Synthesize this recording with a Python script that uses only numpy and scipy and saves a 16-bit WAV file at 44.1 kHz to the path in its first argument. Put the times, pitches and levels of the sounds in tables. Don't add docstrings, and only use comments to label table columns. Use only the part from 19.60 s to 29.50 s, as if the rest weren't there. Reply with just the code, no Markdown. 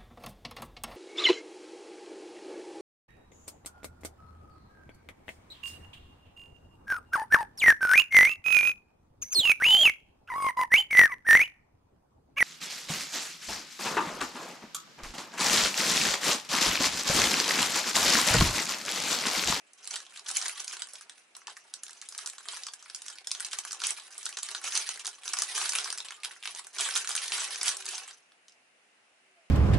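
import sys
import numpy as np
from scipy import signal
from scipy.fft import rfft, irfft
from scipy.io import wavfile
from scipy.ndimage import uniform_filter1d

SR = 44100
rng = np.random.default_rng(int(sys.argv[2]) if len(sys.argv) > 2 else 0)


def file_out(sig):
    cols = np.atleast_2d(sig).T
    lim = np.clip(cols, -1, 1)
    pcm = np.round(lim * 32767).astype(np.int16)
    wavfile.write(sys.argv[1], SR, pcm)


def volts_from_db(level):
    exponent = np.asarray(level, float) / 20
    return 10 ** exponent


N = 436590

# start_s, effort_db
RESTING_GRIP = [(.13, -74), (.25, -52.5), (.6, -60.5), (1.3, -51), (1.71, -71.5), (2.1, -60.5), (3.4, -59),
                (3.65, -60), (4.4, -53), (5.3, -46), (5.6, -58.5), (6.4, -48), (6.6, -55.5), (7.14, -61.5),
                (8.2, -46.5), (8.51, -57), (8.54, -70), (8.8, -84.5)]


def evened(x):
    return x / np.sqrt(np.mean(x ** 2) + 1e-20)


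def read(points, hz):
    f, value = np.transpose(points)
    return np.interp(np.log(hz + 1), np.log(f + 1), value)


def colour(x, points):
    level_db = np.maximum(read(points, abs(np.fft.fftfreq(4096, 1 / SR))), -100)
    log_gain = np.log(volts_from_db(level_db))
    taps = np.fft.ifft(np.exp(np.conj(signal.hilbert(log_gain)))).real[:1024]
    return signal.oaconvolve(x, taps[None], axes=1)[:, :N]


def wander(seconds):
    size = max(int(seconds * SR), 2)
    once = uniform_filter1d(rng.standard_normal(N), size)
    return evened(uniform_filter1d(once, size))


def resonance(hz, centre_hz, sharpness):
    return 1 / (1 + sharpness * 1j * (hz / centre_hz - centre_hz / (hz + 1))) ** 2


def snaps():
    # start_s, level_db, ring_hz, slack_panel_db
    flipping = [(0.1339, -44.5, 7000, -22), (0.2446, -38.5, 6100, -11), (0.2552, -37, 6140, -26.0),
                (0.2654, -41, 3950, -17), (0.2749, -27, 6900, -15), (0.3099, -26.5, 5700, -25),
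                (0.3407, -26.5, 4140, -29), (0.3582, -25.5, 5800, -21), (0.3621, -26.5, 3860, -5),
                (0.4035, -36, 5130, -6), (0.4663, -41.5, 4400, -23), (0.5235, -41.5, 2660, -18),
                (0.5605, -35.5, 2870, -26), (0.5641, -42, 4090, -23), (0.5739, -34.5, 4960, -26),
                (0.5948, -35.5, 5380, -12), (0.6647, -31.5, 3800, -9), (0.6867, -30, 6240, -14),
                (0.691, -26.5, 5900, -13), (0.7026, -28.5, 6460, -7), (0.7132, -24, 7940, -25),
                (0.7632, -22.5, 4300, -31), (0.7698, -14.5, 9430, -24), (0.8152, -25, 5680, -13),
                (0.825, -26, 5000, -13), (0.858, -25, 6370, -1.5), (0.8627, -24, 5210, -10),
                (0.8822, -20, 9990, -28), (0.8952, -22, 2330, -22), (0.9569, -37.5, 3450, -16),
                (0.9793, -32, 4220, -6), (0.9986, -30.5, 4060, -10), (1.0021, -26.5, 8600, -15),
                (1.0449, -27, 10100, -26), (1.0798, -26.5, 5740, -15), (1.1117, -33.5, 3620, -9),
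                (1.1298, -35, 2020, -3), (1.1686, -33.0, 4840, -5.5), (1.2209, -23.5, 5170, -8.5),
                (1.2719, -40, 7240, -8), (1.3349, -31.5, 10300, -22.0), (1.344, -45, 6930, -15),
                (1.3554, -35, 4700, -35), (1.4104, -37.5, 9170, -5), (1.4965, -34.5, 5740, -5.5),
                (1.58, -45.5, 3020, -28)]
    showing = [(1.7513, -37.5, 4520, -9), (1.7671, -34, 9000, -10.5), (1.8176, -51, 4000, 6),
               (1.8713, -29, 4770, -6), (1.8802, -35.5, 4630, 3.5), (1.898, -39, 4500, -0.5),
               (1.968, -39, 5200, 1), (1.9734, -37, 2070, -13), (2.1394, -27, 6700, -15.5),
               (2.2346, -27.5, 7560, -15.5), (2.2664, -37, 4650, -10), (2.282, -38, 6150, -8.0),
               (2.2949, -39.5, 6120, -2), (2.3083, -38, 8740, -26.0), (2.3315, -40, 6460, -11),
               (2.4159, -33.5, 5800, -25), (2.424, -41.5, 5000, 1.5), (2.4886, -30.5, 7550, -26.0),
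               (2.5244, -36, 5430, -8.5), (2.549, -35.5, 6640, -4.5), (2.579, -27.5, 8600, -22),
               (2.5852, -32.5, 5170, -31), (2.59, -32, 6100, -3), (2.661, -25, 7840, -14),
               (2.674, -26.5, 7700, -10.5), (2.699, -30.5, 7850, -28), (2.7337, -37, 2520, -20),
               (2.7825, -35, 5810, -6), (2.8068, -44, 2020, 1), (2.8558, -39.5, 2020, -1),
               (2.8861, -25.5, 4530, -13), (2.918, -39, 5950, -14), (2.934, -32, 3530, -3.5),
               (2.9699, -36.5, 6000, -1), (3.002, -41, 9040, -19), (3.0355, -29, 4910, -25),
               (3.0678, -27, 5300, -9), (3.0851, -31.5, 3960, -8), (3.1362, -32, 7100, -10),
               (3.1382, -38, 6330, -22)]
    tilting = [(3.226, -40.5, 6120, -6), (3.26, -48, 2110, 6), (3.2995, -33.5, 4870, -6.5),
               (3.348, -26.5, 6650, -22), (3.3607, -35.5, 7000, -20), (3.4198, -31.5, 8160, -16),
               (3.4605, -51, 6460, -1), (3.4642, -35, 6980, -12), (3.4827, -29, 6720, -11),
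               (3.501, -35, 7700, -7), (3.576, -45, 3500, -21), (3.5854, -33.5, 3470, -28),
               (3.6719, -24, 6050, -15), (3.708, -32, 3400, -26), (3.7156, -18.5, 6500, -23),
               (3.75, -28.5, 4730, -11), (3.799, -30.5, 5300, -9), (3.805, -23, 9900, -8.5),
               (3.8482, -24.5, 6460, -20), (3.865, -33, 9390, -10), (3.8857, -39, 5560, -17),
               (3.9316, -23.5, 4910, -8), (3.9875, -21.5, 6330, -13.5), (4.051, -27, 9000, -5),
               (4.0767, -42, 2150, -16), (4.1096, -28, 4050, -8), (4.12, -25.5, 8900, -17),
               (4.13, -26, 7350, -10.5), (4.1447, -37, 2020, -4), (4.2025, -29.5, 3570, -21),
               (4.2183, -23.5, 3700, -4.0), (4.232, -40, 4610, -22), (4.2381, -19, 3360, -35),
               (4.2497, -22.5, 3960, -30), (4.2696, -16.5, 9600, -32), (4.3063, -19, 8200, -18),
               (4.385, -44.5, 2580, 4), (4.3986, -34.5, 3900, -33), (4.4688, -46, 7100, -22),
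               (4.4794, -41, 3030, -24)]
    opening = [(4.545, -44, 7710, -12), (4.58, -29, 8600, -22), (4.5923, -42, 8480, -22),
               (4.63, -34, 6640, -12.5), (4.653, -40, 4310, -7), (4.656, -23, 8640, -39),
               (4.664, -24.5, 4130, -8), (4.6916, -29.5, 8260, -8), (4.727, -33, 3660, -11),
               (4.7709, -25, 5300, -6), (4.7875, -27.5, 6160, -10), (4.8288, -34, 4910, -20),
               (4.8319, -22.5, 8800, -20), (4.865, -35, 5810, -23), (4.8883, -26, 3870, -4.5),
               (4.8912, -36, 2020, -16), (4.914, -30.5, 4820, -20), (4.9492, -22, 3850, -6),
               (5.0157, -39, 9780, -4), (5.0404, -33.5, 6080, -16), (5.044, -34, 2150, -4.5),
               (5.0533, -28.0, 3360, -18), (5.0762, -24.5, 3190, -5.5), (5.0782, -38, 2020, -2.5),
               (5.1227, -28.5, 3900, -16), (5.1531, -18, 7100, -13), (5.1641, -23, 4130, -13),
               (5.1754, -16.5, 6870, -14), (5.2907, -20.5, 5660, -10), (5.3596, -35.5, 5940, -11),
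               (5.3746, -34.5, 2020, -7), (5.3965, -34.5, 4780, -14.0), (5.4485, -31.5, 7410, -8),
               (5.4566, -25.5, 4670, -11), (5.4679, -24, 7450, -44), (5.476, -26, 7670, -8),
               (5.49, -36, 7710, -8), (5.583, -47, 3490, -2.5)]
    reaching = [(5.6789, -24.5, 5700, -11.5), (5.69, -28, 8230, -24), (5.726, -32.5, 3570, -13.0),
                (5.7346, -19, 7540, -12.5), (5.7379, -18, 1970, -21), (5.77, -25, 4010, -6.5),
                (5.788, -18.5, 7450, -12.5), (5.8208, -16, 8350, -10.5), (5.835, -26, 6980, -24),
                (5.9788, -19.5, 9900, -8), (6.015, -22, 3930, -4.5), (6.0245, -29, 7540, -7),
                (6.056, -22.5, 3380, -5), (6.0598, -26.5, 4480, -8), (6.0923, -22.5, 7490, -16),
                (6.0952, -20, 7800, -17), (6.122, -24, 5840, -14), (6.1344, -24.5, 9860, -3.5),
                (6.1528, -15, 2800, -21), (6.1581, -16.5, 2150, -16), (6.186, -18.5, 4700, -8),
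                (6.23, -33, 3660, -13.0), (6.2443, -25, 6330, -15), (6.2582, -30.5, 4650, 0.5),
                (6.277, -32, 3320, -1), (6.3034, -23.5, 6350, -22), (6.327, -23.5, 7870, -9),
                (6.3765, -29, 6900, -8), (6.3837, -27, 5300, -13), (6.4039, -25.5, 4060, -15),
                (6.4552, -45, 3920, -9), (6.4858, -30, 3400, -10), (6.507, -32.0, 4970, 0),
                (6.5217, -30.5, 3200, -11), (6.6345, -27, 3100, -17), (6.6434, -29.5, 4050, -15),
                (6.6482, -19, 3180, -16), (6.656, -27, 3020, -21), (6.7636, -53.5, 2020, 10.5),
                (6.8272, -33.5, 3180, -17), (6.836, -33, 3150, -27), (6.8563, -23.5, 3230, -10),
                (6.875, -23, 3540, -15), (6.9495, -32, 6290, -25), (6.961, -32, 3010, -19),
                (6.9936, -30.5, 9170, -5), (7.046, -36, 3230, -12), (7.069, -34.5, 8750, -8)]
    pulling = [(7.157, -38, 3570, -18), (7.1683, -33, 2110, -3), (7.185, -24, 4600, -11),
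               (7.1946, -24, 4000, -11), (7.1995, -22, 3100, -6.5), (7.2087, -19.5, 8610, -18),
               (7.231, -42, 6200, -14), (7.2369, -43, 8350, -6), (7.2623, -33, 2410, 1),
               (7.2888, -20, 2150, -6.5), (7.3092, -26, 4200, -23), (7.325, -25.5, 3380, -10),
               (7.34, -26.5, 4580, -19), (7.3542, -20.5, 8350, -8), (7.3604, -17, 3950, -13),
               (7.365, -25.5, 2500, -4), (7.3764, -20, 9900, -16), (7.4464, -24.5, 3180, -11),
               (7.4748, -24, 6100, -7.5), (7.4918, -22.5, 8870, -9), (7.5067, -26.5, 8350, -4.5),
               (7.5151, -26, 6160, -20), (7.553, -19.5, 7650, -7.5), (7.564, -19.5, 8850, -29),
               (7.578, -23.5, 3900, -25), (7.6059, -46, 5990, -26.0), (7.658, -29, 9990, -10),
               (7.681, -26, 5700, -27), (7.7211, -19.5, 3900, -9.5), (7.819, -28, 6130, -8.5),
               (7.906, -37, 5260, -4), (7.9313, -34, 4470, -14), (7.946, -30, 4610, -24),
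               (7.959, -25, 4350, -9), (8.0136, -19.5, 4000, -12), (8.0315, -18.5, 8060, -11),
               (8.0813, -15.5, 5960, -20), (8.0903, -19.5, 7710, -10)]
    settling = [(8.169, -27, 7800, -18), (8.2077, -32.5, 9430, -12), (8.2242, -34, 4050, -22),
                (8.256, -28, 9470, -25.0), (8.2644, -27.5, 5040, -11), (8.284, -37, 4800, -26.0),
                (8.289, -26.5, 6750, -32), (8.354, -29.5, 5400, -32), (8.381, -28, 6200, -11),
                (8.479, -33, 2110, -22), (8.482, -44, 3490, -19.0), (8.51, -39.5, 5210, -4),
                (8.7198, -50.5, 3800, -5), (8.883, -45, 5130, -13)]
    # start_s, level_db, ring_hz, slack_panel_db
    strays = [
        (3.645, -42, 3870, -22),
        (5.6347, -35, 2970, -14),
        (6.7102, -47, 2300, 8.5),
        (7.7812, -26, 5030, -0.5),
        (8.896, -52.5, 5200, -26),
        (8.922, -52.5, 5870, -27),
    ]
    rows = flipping + showing + tilting + opening + reaching + pulling + settling + strays
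    start_s, level_db, patch_hz, slack_db = np.transpose(rows)[:, :, None]
    t, hz = np.arange(1024) / SR, np.fft.rfftfreq(1024, 1 / SR)
    draws = rng.random((len(start_s), 3, len(t)))

    run_ms = 1.15 * volts_from_db(6 * (draws[:, 0, 5:6] - .5) - .03 * (level_db + 22.5))
    step_size = volts_from_db(-8.5 * np.log(draws[:, 2] + 0.24) - 0.5)
    steps = np.sign(draws[:, 0] - .5) * (draws[:, 1] < .25) * step_size
    first_step = 5.0 * (0.23 + 0.68 * draws[:, 1, 5:6])
    steps[:, 20:21] = np.sign(draws[:, 0, :1] - .5) * first_step
    steps[:, :20] *= .45
    steps *= np.exp(-np.maximum(t * 1000 - .45, 0) / run_ms)

    ring = resonance(hz, patch_hz, .8)
    bare_step = (1j * hz / (1900 + 1j * hz)) ** 3
    ring += volts_from_db(-6.5 - 1.3 * draws[:, 2, 2:3]) * 4500 / patch_hz * bare_step
    slack_hz = 1200 * 1.45 ** draws[:, 1, 2:3]
    slack = resonance(hz, slack_hz, 1.4)
    struck = rfft(steps)
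    ring, slack = struck * ring, struck * slack
    ring /= np.linalg.norm(irfft(ring), axis=1, keepdims=True)
    slack /= np.linalg.norm(irfft(slack), axis=1, keepdims=True)
    loudness = volts_from_db(level_db - 3.0) * np.sqrt(.002 * SR)
    spectrum = loudness * (ring + volts_from_db(slack_db - 1.0) * slack)

    echo_s = 0.002 + 0.0007 * draws[:, 2, 1:2]
    bounce = 1 + volts_from_db(-5.0) * np.exp(-2j * np.pi * hz * echo_s)
    lag_s = 0.038 / 1000 * (2 * draws[:, 1, :1] - 1)
    side_db = 2.0 * (2 * draws[:, 1, 1:2] - 1)
    turn = np.exp(1j * np.pi * hz * lag_s) * volts_from_db(side_db / 2 * hz / (hz + 1500))
    smear = np.cumsum(draws[:, 0, :len(hz)], 1) / len(hz)
    scattered = np.exp(-40j * np.pi * smear - 2.5j * draws[:, 1, :len(hz)])

    out = np.zeros((3, N))
    start = np.round(start_s * SR).astype(int) - 34
    for ear, way in enumerate((bounce * turn, bounce / turn, scattered)):
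        np.add.at(out[ear], start + np.arange(len(t)), np.roll(irfft(spectrum * way), 8, axis=1))
    pocket = volts_from_db(7.0) * signal.lfilter(*signal.iirpeak(390, 7, SR), out)
    return pocket + signal.sosfilt(signal.butter(3, 520, "high", fs=SR, output="sos"), out)


def effort():
    # start_s, hold_s, effort_db
    moves = [(0.314, 0.057, -42.5), (0.58, 0.0052, -47), (0.686, 0.15, -37.5), (0.822, 0.062, -39),
             (0.982, 0.21, -48), (1.764, 0.0072, -67), (1.894, 0.0035, -49.5), (2.613, 0.065, -47),
             (2.878, 0.12, -45), (3.49, 0.012, -46), (3.761, 0.13, -46.5), (3.923, 0.28, -49.5),
             (4.238, 0.049, -35.5), (4.64, 0.04, -46.5), (4.901, 0.049, -42.5), (5.055, 0.007, -34.5),
             (5.148, 0.011, -31), (5.655, 0.58, -42), (5.957, 0.037, -31.5), (6.053, 0.22, -37.5),
             (6.646, 0.058, -46), (6.852, 0.15, -50.5), (7.191, 0.086, -32.5), (7.362, 0.012, -30),
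             (7.478, 0.16, -37.5), (7.721, 0.13, -34), (7.903, 0.23, -39.5), (8.067, 0.012, -29.5),
             (8.244, 0.084, -41.5), (8.417, 0.019, -41.5)]
    t = np.arange(0, N / SR, .002)
    start, hold, db = np.transpose(moves)[:, :, None]
    rise_db = 448 * np.maximum(start - t, 0)
    fall_db = 190.5 * np.maximum(t - start - hold, 0)
    grip_db = np.interp(t, *np.transpose(RESTING_GRIP))
    power = volts_from_db(2 * grip_db) + volts_from_db(2 * (db - rise_db - fall_db)).sum(0)
    return np.interp(np.arange(N) / SR, t, 10 * np.log10(power))


def crackles(effort_db, spread_db, clump_db, spots_db, points, count):
    busy = 400 * volts_from_db(.6 * abs(effort_db + 50))
    loose = np.clip(-(effort_db + 28) / 18, .2, 1)
    chance = np.minimum(busy * volts_from_db(clump_db * wander(0.013) * loose) / SR, .5)
    uneven = np.minimum(rng.exponential(1, N), 3.5) - 2
    size = volts_from_db(spread_db * (2 + np.sqrt(loose) * uneven)) * (rng.random(N) < chance)
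    size *= rng.choice([-1., 1.], N) / np.sqrt(busy)

    after = signal.lfilter([0, 1], [1, -np.exp(-2000 / 1.8 / SR)], size ** 2)
    size += volts_from_db(-15.0) * np.sqrt(after) * rng.standard_normal(N)

    place = rng.integers(-count, count + 1, N)[np.cumsum(rng.random(N) < 220 / SR)]
    grid = np.union1d(np.geomspace(points[0][0], points[-1][0], num=14), np.transpose(points)[0])
    spots = rng.standard_normal((2 * count + 1, len(grid)))
    out = np.zeros((2, N))
    for lag in range(-count, count + 1):
        own_db = read(points, grid) + spots_db * (spots[lag] - spots.mean(0))
        active = size * (np.roll(place, lag) == lag)
        here = colour(active[None], np.transpose([grid, own_db]))[0]
        out += [np.roll(here, max(lag // 2, 0)), np.roll(here, max(-lag // 2, 0))]
    return evened(out)


def rustle():
    # pitch_hz, level_db (per Hz)
    film_colour = [(590, -37), (1200, -7), (3000, 0), (9000, -1.5), (12000, -2.5)]
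    # pitch_hz, level_db (per Hz)
    body_colour = [(100, -54.5), (230, -31.5), (382, -9.5), (600, -10), (874, -4.5), (1480, -4),
                   (3000, -25)]
    effort_db = effort()
    fizz = crackles(effort_db, 5.6, 6.5, 5.0, film_colour, count=3)
    body = crackles(effort_db, 4.9, 4.2, 2.5, body_colour, count=2)
    body_db = -67.0 + 0.77 * (effort_db + 52)
    held = np.arange(N) / SR < RESTING_GRIP[-1][0]
    return held * (volts_from_db(effort_db) * fizz + volts_from_db(body_db) * body)


def creaks():
    # start_s, length_s, from_hz, to_hz, level_db
    rubs = [
        (8.31, .11, 780, 735, -56),
        (9.73, .14, 720, 630, -69),
        (6.565, .07, 1225, 1215, -58),
        (8.13, .2, 385, 395, -63),
        (9.58, .25, 390, 360, -80),
    ]
    out, waver = np.zeros((2, N)), wander(0.018)
    for start_s, length_s, from_hz, to_hz, db in rubs:
        part = slice(int(start_s * SR), int((start_s + length_s) * SR))
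        hz = np.linspace(from_hz, to_hz, len(waver[part])) + 8 * waver[part]
        swell = signal.windows.tukey(len(hz), .6) * volts_from_db(db + 2 * waver[::-1][part])
        out[:, part] += swell * np.sin(2 * np.pi * np.cumsum(hz) / SR)
    return out


def room(x):
    # pitch_hz, decay_s
    decay = [(800, 0.086), (3500, 0.094), (9000, 0.065)]
    # pitch_hz, likeness (0 to 1)
    likeness = [(500, 0.78), (8000, 0.039)]
    late = np.arange(SR // 2) > 130
    hz, t, z = signal.stft(rng.standard_normal((3, 2, SR // 2)) * late, SR, nperseg=128)
    same = np.clip(read(likeness, hz), 0, 1)[:, None]
    z[:, 1] = same * z[:, 0] + np.sqrt(1 - same ** 2) * z[:, 1]
    fade = volts_from_db(-60 * t / read(decay, hz)[:, None])
    tails = signal.istft(z * fade, SR, nperseg=128)[1]
    tails /= np.linalg.norm(tails[0, 0])
    turn = np.pi * (7 * np.arange(N) / SR + np.arange(3)[:, None] / 3)
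    turns = np.sqrt(2 / 3) * np.cos(turn) * x
    return signal.oaconvolve(turns[:, None], tails, axes=2)[..., :N].sum(0)


def fuzzy_tone(hz, width_hz):
    r = np.exp(-np.pi * width_hz / SR)
    noise = rng.standard_normal((2, N)) + 1j * rng.standard_normal((2, N))
    slow = signal.lfilter([1 - r], [1, -r], noise)
    return evened((slow * np.exp(2j * np.pi * hz * np.arange(1, N + 1) / SR)).real)


def air():
    # pitch_hz, level_db (per Hz)
    air_colour = [(25, -52), (301, -15), (557, -10.5), (739, -7.5), (980, -12), (2800, -6.5), (3250, -16),
                  (11500, -22.5)]
    # pitch_hz, likeness (0 to 1)
    likeness = [(60, 0.54), (300, 0.67), (1200, 0)]
    # pitch_hz, width_hz, level_db
    whine = [(8880, 40, -84)]
    frames, hz = N // 256 + 5, np.fft.rfftfreq(1024, 1 / SR)
    a, b, c, d, patches = rng.standard_normal((frames, 513, 5)).T
    patches = evened(uniform_filter1d(uniform_filter1d(patches, 8, 0), 14, 1))
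    same = np.clip(read(likeness, hz), -1, 1)[:, None]
    left = a + 1j * b
    right = same * left + np.sqrt(1 - same ** 2) * (c + 1j * d)
    z = np.array([left, right]) * volts_from_db(read(air_colour, hz)[:, None] + patches)
    hiss = volts_from_db(-65) * evened(signal.istft(z, nperseg=1024, noverlap=768)[1][:, :N])
    return hiss + sum(volts_from_db(db) * fuzzy_tone(f, width_hz) for f, width_hz, db in whine)


def scene():
    # pitch_hz, left_minus_right_db
    balance = [(500, 0.5), (2000, 0), (9000, -2)]
    creases, film = snaps(), rustle()
    to_room = volts_from_db(-4.5) * creases[2] + volts_from_db(1.0) * film.mean(0)
    bag = creases[:2] + film + room(to_room)
    hz, db = np.transpose(balance)
    left = colour(bag[:1], np.transpose([hz, db / 2]))[0]
    right = colour(bag[1:], np.transpose([hz, -db / 2]))[0]
    return np.array([left, right]) + creaks() + air()


def low_pass(x):
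    return signal.sosfilt(signal.butter(12, 12270, fs=SR, output="sos"), x)


def record(dry):
    # pitch_hz, level_db
    treble_edge = [(0, 0), (11000, 0), (11150, -25), (11700, -38), (12400, -46), (22050, -110)]
    power = abs(uniform_filter1d((dry ** 2).mean(0), size=100))
    loud_db = uniform_filter1d(10 * np.log10(power + 1e-12), 2500)
    bass = signal.sosfiltfilt(signal.butter(4, 280, fs=SR, output="sos"), dry)
    lost = np.clip((loud_db + 1.7 * wander(0.046) + 36.5) / 5.8, -.6, .95)
    kept = dry - bass * lost
    hz, db = np.transpose(treble_edge)
    edge = signal.firwin2(511, hz, volts_from_db(db), fs=SR)
    mix = signal.oaconvolve(kept, edge[None], "same")
    return low_pass(mix)


dry = scene()
out = record(dry)
file_out(out)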